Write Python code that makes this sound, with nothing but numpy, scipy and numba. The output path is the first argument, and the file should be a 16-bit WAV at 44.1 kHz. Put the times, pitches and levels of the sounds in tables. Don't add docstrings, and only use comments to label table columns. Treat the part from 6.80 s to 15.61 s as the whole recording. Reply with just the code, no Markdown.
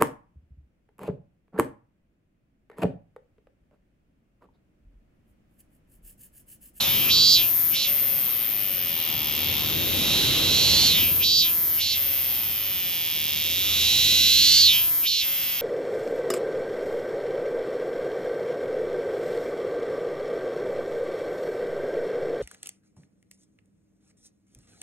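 import sys
import numpy as np
from scipy import signal
from scipy.fft import rfft, irfft
from scipy.io import wavfile
from scipy.ndimage import uniform_filter1d
from numba import njit

SR = 44100
rng = np.random.default_rng(int(sys.argv[2]) if len(sys.argv) > 2 else 0)


def volts_from_decibels(level):
    exponent = np.asarray(level, float) / 20
    return 10 ** exponent


def materialize(psi):
    bounded = np.clip(np.atleast_2d(psi).T, -1, 1)
    quanta = np.round(bounded * 32767).astype(np.int16)
    wavfile.write(sys.argv[1], SR, quanta)


N = 388521

# climb_s, drop_s, sag_s, top_rate_hz
MUSCLE_PHRASES = [
    (0.0, .99, 1.6, 173.8),
    (3.99, 5.055, 5.635, 171.1),
    (7.71, 8.38, 8.96, 172.0),
]
# from_climb_s, share_of_top_rate
WIND_UP = [(-1.18, .43), (-1.03, .47), (-.72, .665), (-.58, .695), (-.2, .755), (-.08, .8), (.12, .935),
           (.24, .975), (.45, 1.0)]
# from_drop_s, share_of_top_rate
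DROP = [(-.42, 1.0), (-.2, .975), (-.08, .935), (.06, .822), (.14, .81), (.3, .79)]
# from_sag_s, muscle_hz
SAG = [(-.5, 142), (-.29, 136), (0, 115), (.35, 92.5), (.6, 81.5), (.8, 76), (1.0, 74)]
STEADY_FROM_HZ, STEADY_SPAN_HZ, LOOSE_MS, STEADY_MS = 155, 11, .045, .006

# time_s, sac_level_db, sac_pitch_hz
SWELLS = [
    [(-.1, -23, 4060), (.0, -23, 4060), (.07, -26.5, 3430), (.26, -28.5, 2780), (.4, -46, 2900)],
    [(1.8, -38.5, 2820), (2.55, -31, 3240), (3.12, -30.5, 3577), (3.34, -22.5, 3820), (3.58, -25.5, 3800),
     (3.75, -20, 3940), (4.08, -17.5, 4200), (4.24, -26, 2880), (4.38, -42.5, 2930)],
    [(5.5, -38, 3050), (6.09, -33, 3130), (6.84, -27.5, 3510), (7.07, -20.5, 3758), (7.44, -18, 3815),
     (7.8, -14, 4350), (7.88, -13.5, 3960), (7.95, -21.5, 3270), (8.1, -41, 3050)],
]
# start_s, length_s, sac_level_db, rise_db, end_pitch_hz
LIFTS = [
    (0.31, 0.24, -17.5, 4, 4690),
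    (0.954, 0.09, -25.5, 2, 4110),
    (4.44, 0.17, -20.5, 3.5, 4590),
    (5.011, 0.12, -25, 1.5, 4220),
    (8.271, .14, -22.5, -0.7, 3970),
]
OPEN_DB_PER_S, SHUT_DB_PER_S, OPEN_S, SHUT_S, HZ_PER_DB = 396, 193, 0.029, 0.091, 164
SHUT_HZ, SWELL_FROM_HZ, SWELL_SPAN_HZ = 3050, 3310, 517
# muscle_hz, level_db
MURMUR = [(110, -42), (140, -41), (160, -43.5), (168, -52.5)]
MURMUR_GAIN_DB_PER_S = 0.89

# muscle_hz, share_of_cycle
FAR_LAG = [(75, .425), (90, .5), (115, .455), (140, .475), (170, .487)]
RING_DB, RING_SWELL_DB, RING_LIFT_DB = -10.5, 15, 10
RATTLE, RATTLE_SWELL, RATTLE_LIFT = 0.2, 0.22, 0.17
# pitch_hz, width_hz, level_db
WALL_MODES = [(2230, 4500, -35), (4930, 1740, -7.5), (5950, 3060, -11.5)]

# pitch_hz, width_hz, level_db
RIB_MODES = [(11690, 2250, -3.5), (13400, 2130, 1), (14160, 1110, 4)]
# muscle_hz, level_db
RIB_LEVEL = [(75, -29), (95, -27), (140, -24.5), (170, -24)]
# muscle_hz, level_db
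SNAP = [(75, -1), (92, -5), (120, -11), (170, -15)]
RIB_SWELL_DIP_DB, RIB_LIFT_DIP_DB = 6, 12
# time_s, rib_level_db, rib_left_right_db, far_tymbal_db
AIM = [(0, -2, 4.5, 0.5), (.8, 1, 5.5, -6), (1.6, -1, 5, -25), (2.8, 0.3, 7, -4), (3.7, -2.5, 4, 11),
       (4.3, -0.5, 2, 0), (5.5, -2, 1.5, -10.5), (6.3, -5.5, .2, 10), (7.5, -1, 1, 15),
       (8.81, -7, .5, -0.5)]

# pitch_hz, width_hz, level_db
BODY_MODES = [(463, 470, -2.5), (1140, 560, -7), (1970, 1230, -1.5), (4200, 8030, -3.5), (5540, 6270, 1.5)]
# muscle_hz, level_db
THUMP = [(75, -50.5), (100, -48), (140, -43.5), (170, -40.5)]
THUMP_SWELL_DIP_DB, THUMP_LIFT_DIP_DB = 7.5, 29.5

# pitch_hz, level_db (per Hz)
CHORUS = [(1700, -23), (2200, -30), (3400, -18), (5000, 36.5), (6300, 7), (8000, -11.5), (9500, 26),
          (11500, -8), (14000, -24)]
CHORUS_DB = -45
# pitch_hz, likeness (0-1)
LIKENESS = [(30, 0.38), (80, 0.95), (300, 0.54), (700, 0.028), (1500, 0.43), (14000, 0.42)]

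# pitch_hz, level_db (per Hz)
RUMBLE = [(15, -47), (25, -11), (54, -4), (86, 0), (118, 3), (264, -1), (318, -2.5), (500, -7), (650, -69),
          (1100, -120)]
# pitch_hz, level_db (per Hz)
WASH = [(250, -17), (400, -14), (600, -0.5), (1000, 2), (1600, -6), (2400, 2.5), (4000, 7)]
# time_s, road_level_db
ROAD = [(0, -37), (.4, -37), (.8, -47.5), (2.0, -46.5), (2.67, -37.5), (3.4, -30.5), (4.2, -34.5),
        (4.38, -40), (4.9, -48.5), (6.3, -49), (7.3, -40.5), (7.9, -45.5), (8.1, -51.5), (8.81, -51.5)]
# time_s, level_db
WASH_SHARE = [(0, 7), (.8, 6.5), (1.9, 5.5), (3.4, 1.1), (5.5, 6), (7.0, 3.5), (7.45, 0), (7.65, -33),
              (8.45, -4), (8.7, 6.5)]
# time_s, hum_level_db
ENGINE = [(0, -51), (.7, -58), (1.1, -70), (2.0, -72), (2.65, -43.5), (4.22, -41), (4.45, -45),
          (4.86, -54.5), (5.1, -47.5), (6.2, -57), (7.0, -43), (7.9, -45.5), (8.15, -60), (8.81, -62)]
HUM_HZ, HUM_SAG_HZ_PER_S, HUM_WANDER_HZ = 94.4, 1.75, 0.79
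FAN_HZ, FAN_DB = 565, -17

TONAL_DIP_DB = 6
# pitch_hz, floor_db (against the loudest higher band)
BAND_FLOOR = [(300, -60), (450, -41), (1700, -39), (2500, -40), (6000, -36), (7500, -28), (8500, -22),
              (9600, -22), (10400, -29), (11200, -50)]
CUTOFF_HZ = 14640


def rms_one(x):
    return x / np.sqrt(np.mean(x ** 2) + 1e-20)


def read(points, x):
    return np.interp(x, *np.transpose(points))


def in_time(rows):
    time_s, *columns = np.transpose(rows)
    return [np.interp(np.arange(N) / SR, time_s, column) for column in columns]


def at_hz(points, hz):
    points_hz, values = np.transpose(points)
    return np.interp(np.log(hz), np.log(points_hz), values)


def even(x):
    power = np.mean(np.atleast_2d(x), axis=0) ** 2
    smooth = uniform_filter1d(uniform_filter1d(power, size=1500), size=1500)
    return x / np.sqrt(smooth + 1e-14)


@njit
def glide(x, pull, damp):
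    y = np.zeros(len(x))
    for i in range(2, len(x)):
        y[i] = (x[i] - x[i - 2]) * (1 - damp) / 2 + pull[i] * y[i - 1] - damp * y[i - 2]
    return y


def resonance(x, hz, width_hz):
    r = np.exp(-np.pi * width_hz / SR)
    return glide(x, 2 * r * np.cos(2 * np.pi * hz / SR) * np.ones(N), r * r)


def modes(x, table):
    total = 0
    for k, (hz, width_hz, db) in enumerate(table):
        ring = resonance(resonance(x, hz, width_hz), hz, width_hz)
        total = total + (-1) ** k * volts_from_decibels(db) * ring
    return total


def placed(x, pan_db, lead_us):
    turn = np.exp(1j * np.pi * np.fft.rfftfreq(N, 1 / SR) * lead_us * 1e-6)
    spectrum = rfft(x)
    left = irfft(spectrum * turn, N) * volts_from_decibels(pan_db / 2)
    right = irfft(spectrum / turn, N) * volts_from_decibels(-pan_db / 2)
    return np.array([left, right])


def banded_noise(spectrum, patchy_db):
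    out, edges = 0, 22 * 2 ** np.arange(0, 9.6, .5)
    white = rng.standard_normal((2, 2, N))
    for k, (low, high) in enumerate(zip(edges, edges[1:])):
        hz = np.sqrt(low * high)
        if not spectrum[0][0] < hz < spectrum[-1][0]:
            continue
        band = signal.butter(2, [low, high], "band", fs=SR, output="sos")
        mid, side = signal.sosfilt(band, white[k % 2])
        alike = np.clip(at_hz(LIKENESS, hz), 0, 1)
        flicker = np.interp(np.arange(N), np.linspace(0, N, 60), rng.standard_normal(60))
        gain = volts_from_decibels(at_hz(spectrum, hz) + patchy_db * flicker)
        out = out + gain * (np.sqrt(1 + alike) * mid + np.sqrt(1 - alike) * side * [[1], [-1]])
    return rms_one(out)


def muscle():
    s = np.arange(N) / SR
    rates = []
    for climb, drop, sag, top_hz in MUSCLE_PHRASES:
        held_hz = top_hz * np.minimum(read(WIND_UP, s - climb), read(DROP, s - drop))
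        sag_hz = np.where(s > drop, read(SAG, s - sag), top_hz)
        rates.append(np.minimum(held_hz, sag_hz))
    return uniform_filter1d(np.max(rates, axis=0), size=3000)


def steadiness(rate_hz):
    return np.clip((rate_hz - STEADY_FROM_HZ) / STEADY_SPAN_HZ, 0, 1)


def abdomen(rate_hz):
    s = np.arange(N) / SR
    sac_db = read(MURMUR, rate_hz) + MURMUR_GAIN_DB_PER_S * s
    sac_hz = np.full(N, float(SHUT_HZ))
    for rows in SWELLS:
        db, hz = in_time(rows)
        on = (s > rows[0][0]) & (s < rows[-1][0])
        sac_db = np.where(on, np.maximum(db, sac_db), sac_db)
        sac_hz = np.where(on, hz, sac_hz)
    swell = np.clip((sac_hz - SWELL_FROM_HZ) / SWELL_SPAN_HZ, 0, 1)
    lift = np.zeros(N)
    for start, length, db, rise_db, hz in LIFTS:
        early, late = np.maximum(start - s, 0), np.maximum(s - start - length, 0)
        short_db = rise_db * np.clip(1 - (s - start) / length, 0, 1)
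        lift_db = db + rise_db - short_db - OPEN_DB_PER_S * early - SHUT_DB_PER_S * late
        sac_db = np.maximum(sac_db, lift_db)
        height = np.clip(1 - early / OPEN_S - late / SHUT_S, 0, 1)
        sac_hz = sac_hz + height * (hz - HZ_PER_DB * short_db - sac_hz)
        lift += np.sin(np.pi * np.clip((s - start + OPEN_S) / (length + OPEN_S + SHUT_S / 2), 0, 1))
    return uniform_filter1d(sac_db, size=600), uniform_filter1d(sac_hz, size=600), swell, lift


def buckles(phase, late_s, chance):
    at = np.flatnonzero(np.diff(np.floor(phase)) > 0)
    exact = at + 1 - (phase[at + 1] % 1) / (phase[at + 1] - phase[at]) + late_s[at] * SR
    taps = np.round(exact).astype(int)[:, None] + np.arange(-8, 9)
    offset = taps - exact[:, None]
    shape = np.sinc(offset) * np.cos(offset * np.pi / 18) ** 2
    clicks = np.zeros(N)
    np.add.at(clicks, np.clip(taps, 0, N - 1), shape * volts_from_decibels(0.23 * chance[:len(at), None]))
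    return clicks


def tymbals(rate_hz, scatter_ms, swell, loose):
    phase, chance = np.cumsum(rate_hz) / SR, rng.standard_normal((4, 1600))
    near_s, far_s, near_slip, far_slip = scatter_ms * 0.0012 * rng.standard_normal((4, N))
    hold_s = .00225 - .000005 * rate_hz + (.00008 + .00022 * swell) * loose
    far_phase = phase - read(FAR_LAG, rate_hz) * (1 - swell * loose) - .497 * swell * loose
    near_in = buckles(phase, near_s, chance[0])
    near_out = buckles(phase, near_s + hold_s + .15 * near_slip, chance[1])
    far_in = buckles(far_phase, far_s, chance[2])
    far_out = buckles(far_phase, far_s + hold_s + .3 * far_slip, chance[3])
    held_share = hold_s * rate_hz + .02
    held = (phase % 1 < held_share) | (far_phase % 1 < held_share)
    held = .3 + .7 * uniform_filter1d(1. * held, size=14)
    return near_in, near_out, far_in, far_out, held


def rib_crackle(clicks, rattle):
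    after = signal.lfilter([1], [1, -np.exp(-1 / (0.0047 * SR))], clicks)
    return np.clip(rattle, 0, 1) * after * rng.standard_normal((2, N))


def air_sac(inward, outward, held, crackle, sac_hz, ring_db, scatter_ms, swell, lift, loose):
    snap_db = -12 - ring_db / 3 + 4 * (1 - loose) * lift + 3 * swell
    push = inward - volts_from_decibels(snap_db) * outward + .03 * loose * crackle
    sac = resonance(resonance(push, sac_hz, 1200), sac_hz, 1400)
    sac += volts_from_decibels(ring_db + 8) * held * resonance(resonance(inward, 1.05 * sac_hz, 200), sac_hz, 1600)
    sac -= volts_from_decibels(-5.5) * swell * loose * resonance(outward, 4700, 4500)
    low_ring = resonance(resonance(push, 0.77 * sac_hz, 1280), 0.7 * sac_hz, 1050)
    sac -= volts_from_decibels(-10.5 + 213 * scatter_ms + 0.32 * ring_db) * low_ring
    wall_push = volts_from_decibels(-18.0) * inward - outward + 0.11 * loose * crackle
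    sac += volts_from_decibels(-1.5 + 60 * scatter_ms) * modes(wall_push, WALL_MODES)
    return signal.sosfilt(signal.butter(3, [1600, 7600], "band", fs=SR, output="sos"), sac)


def rib_ring(near, far, longest, pan_db):
    ribs = placed(modes(near, RIB_MODES), pan_db, lead_us=72.0)
    ribs += placed(modes(far, RIB_MODES), pan_db, lead_us=27.8)
    ribs += placed(longest, pan_db, lead_us=66.5)
    return signal.sosfilt(signal.butter(4, 9800, "high", fs=SR, output="sos"), ribs)


def cicada():
    rate_hz = muscle()
    sac_db, sac_hz, swell, lift = abdomen(rate_hz)
    aim_db, rib_pan_db, far_db = in_time(AIM)
    loose = 1 - steadiness(rate_hz)
    scatter_ms = STEADY_MS + (LOOSE_MS - STEADY_MS) * loose
    ring_db = RING_DB + RING_SWELL_DB * swell + RING_LIFT_DB * lift * loose
    rattle = (RATTLE + RATTLE_SWELL * swell + RATTLE_LIFT * lift) * (0.75 + 0.38 * loose)
    rib_db = aim_db + read(RIB_LEVEL, rate_hz) - RIB_SWELL_DIP_DB * swell - RIB_LIFT_DIP_DB * lift
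    thump_db = read(THUMP, rate_hz) - THUMP_SWELL_DIP_DB * swell - THUMP_LIFT_DIP_DB * lift
    swing_db_per_s = uniform_filter1d(np.abs(np.gradient(sac_db)) * SR, size=900)
    sac_hz = sac_hz * (1 - 0.23 * np.tanh(swing_db_per_s / 350))

    near_in, near_out, far_in, far_out, held = tymbals(rate_hz, scatter_ms, swell, loose)
    inward = near_in + volts_from_decibels(-1.5) * far_in
    outward = near_out + volts_from_decibels(-3) * far_out
    crackle = rib_crackle(inward + outward, rattle)
    sac = air_sac(inward, outward, held, crackle[0], sac_hz, ring_db, scatter_ms, swell, lift, loose)
    near = near_in - volts_from_decibels(read(SNAP, rate_hz)) * near_out
    far = volts_from_decibels(far_db) * (far_in - far_out) + 0.12 * crackle[1]
    longest = volts_from_decibels(ring_db + 2.0) * modes(0.31 * crackle[0] + outward, [(11360, 3000, -9.5)])
    ribs = rib_ring(near, far, longest, rib_pan_db)
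    thump = modes(near_in + volts_from_decibels(-6.5) * far_in - volts_from_decibels(-28) * outward, BODY_MODES)

    song = placed(volts_from_decibels(sac_db) * even(sac), pan_db=-3.5, lead_us=38.0)
    song = song + volts_from_decibels(rib_db) * even(ribs)
    return song + placed(volts_from_decibels(thump_db) * even(thump), pan_db=8.0, lead_us=27)


def garden(song):
    s = np.arange(SR // 4) / SR
    tail = rng.standard_normal((2, len(s))) * volts_from_decibels(-60 * s / .1) * (s > .003)
    tail /= np.sqrt(np.sum(tail ** 2, axis=1, keepdims=True))
    return volts_from_decibels(-15) * signal.fftconvolve(song, tail, axes=1)[:, :N]


def far_chorus(dip_db):
    return volts_from_decibels(CHORUS_DB - dip_db) * banded_noise(CHORUS, patchy_db=2.5)


def traffic(dip_db):
    s = np.arange(N) / SR
    rumble_db = read(ROAD, s)
    wash_db = rumble_db + read(WASH_SHARE, s) - dip_db
    wander = np.interp(s, np.linspace(0, s[-1], num=40), rng.standard_normal(size=40))
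    hum_hz = HUM_HZ - HUM_SAG_HZ_PER_S * s + HUM_WANDER_HZ * wander
    hum = volts_from_decibels(read(ENGINE, s)) * np.sqrt(2) * np.sin(2 * np.pi * np.cumsum(hum_hz) / SR)
    fan = rms_one(resonance(resonance(rng.standard_normal(N), FAN_HZ, 12.0), FAN_HZ, 12.0))
    wash = banded_noise(WASH, patchy_db=3.0) + volts_from_decibels(FAN_DB) * fan
    rumble = banded_noise(RUMBLE, patchy_db=1.5)
    return volts_from_decibels(rumble_db) * rumble + volts_from_decibels(wash_db) * wash + hum


def scene():
    song = cicada()
    dip_db = TONAL_DIP_DB * steadiness(muscle())
    return song + garden(song) + far_chorus(dip_db) + traffic(dip_db)


def low_pass(x):
    return signal.sosfilt(signal.butter(12, 15810, fs=SR, output="sos"), x)


def record(dry):
    hz, _, frames = signal.stft(dry, SR, nperseg=2048)
    size = np.abs(frames[:, :1020].mean(axis=0))
    bands = np.mean(size.reshape(85, 12, -1) ** 2, axis=1)
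    centre_hz = hz[6:1020:12]
    loudest_above = np.maximum.accumulate(bands[::-1])[::-1]
    margin_db = at_hz(BAND_FLOOR, centre_hz)[:, None] + 5.0 * rng.standard_normal(bands.shape)
    limit = loudest_above * volts_from_decibels(margin_db) ** 2
    keep = np.repeat(bands > limit, 12, axis=0) * (hz[:1020, None] < CUTOFF_HZ)
    kept = signal.istft(frames * np.pad(keep, ((0, 5), (0, 0))), SR, nperseg=2048)[1][:, :N]
    mix = .95 * np.tanh(kept / .95)
    return low_pass(mix)


dry = scene()
out = record(dry)
materialize(out)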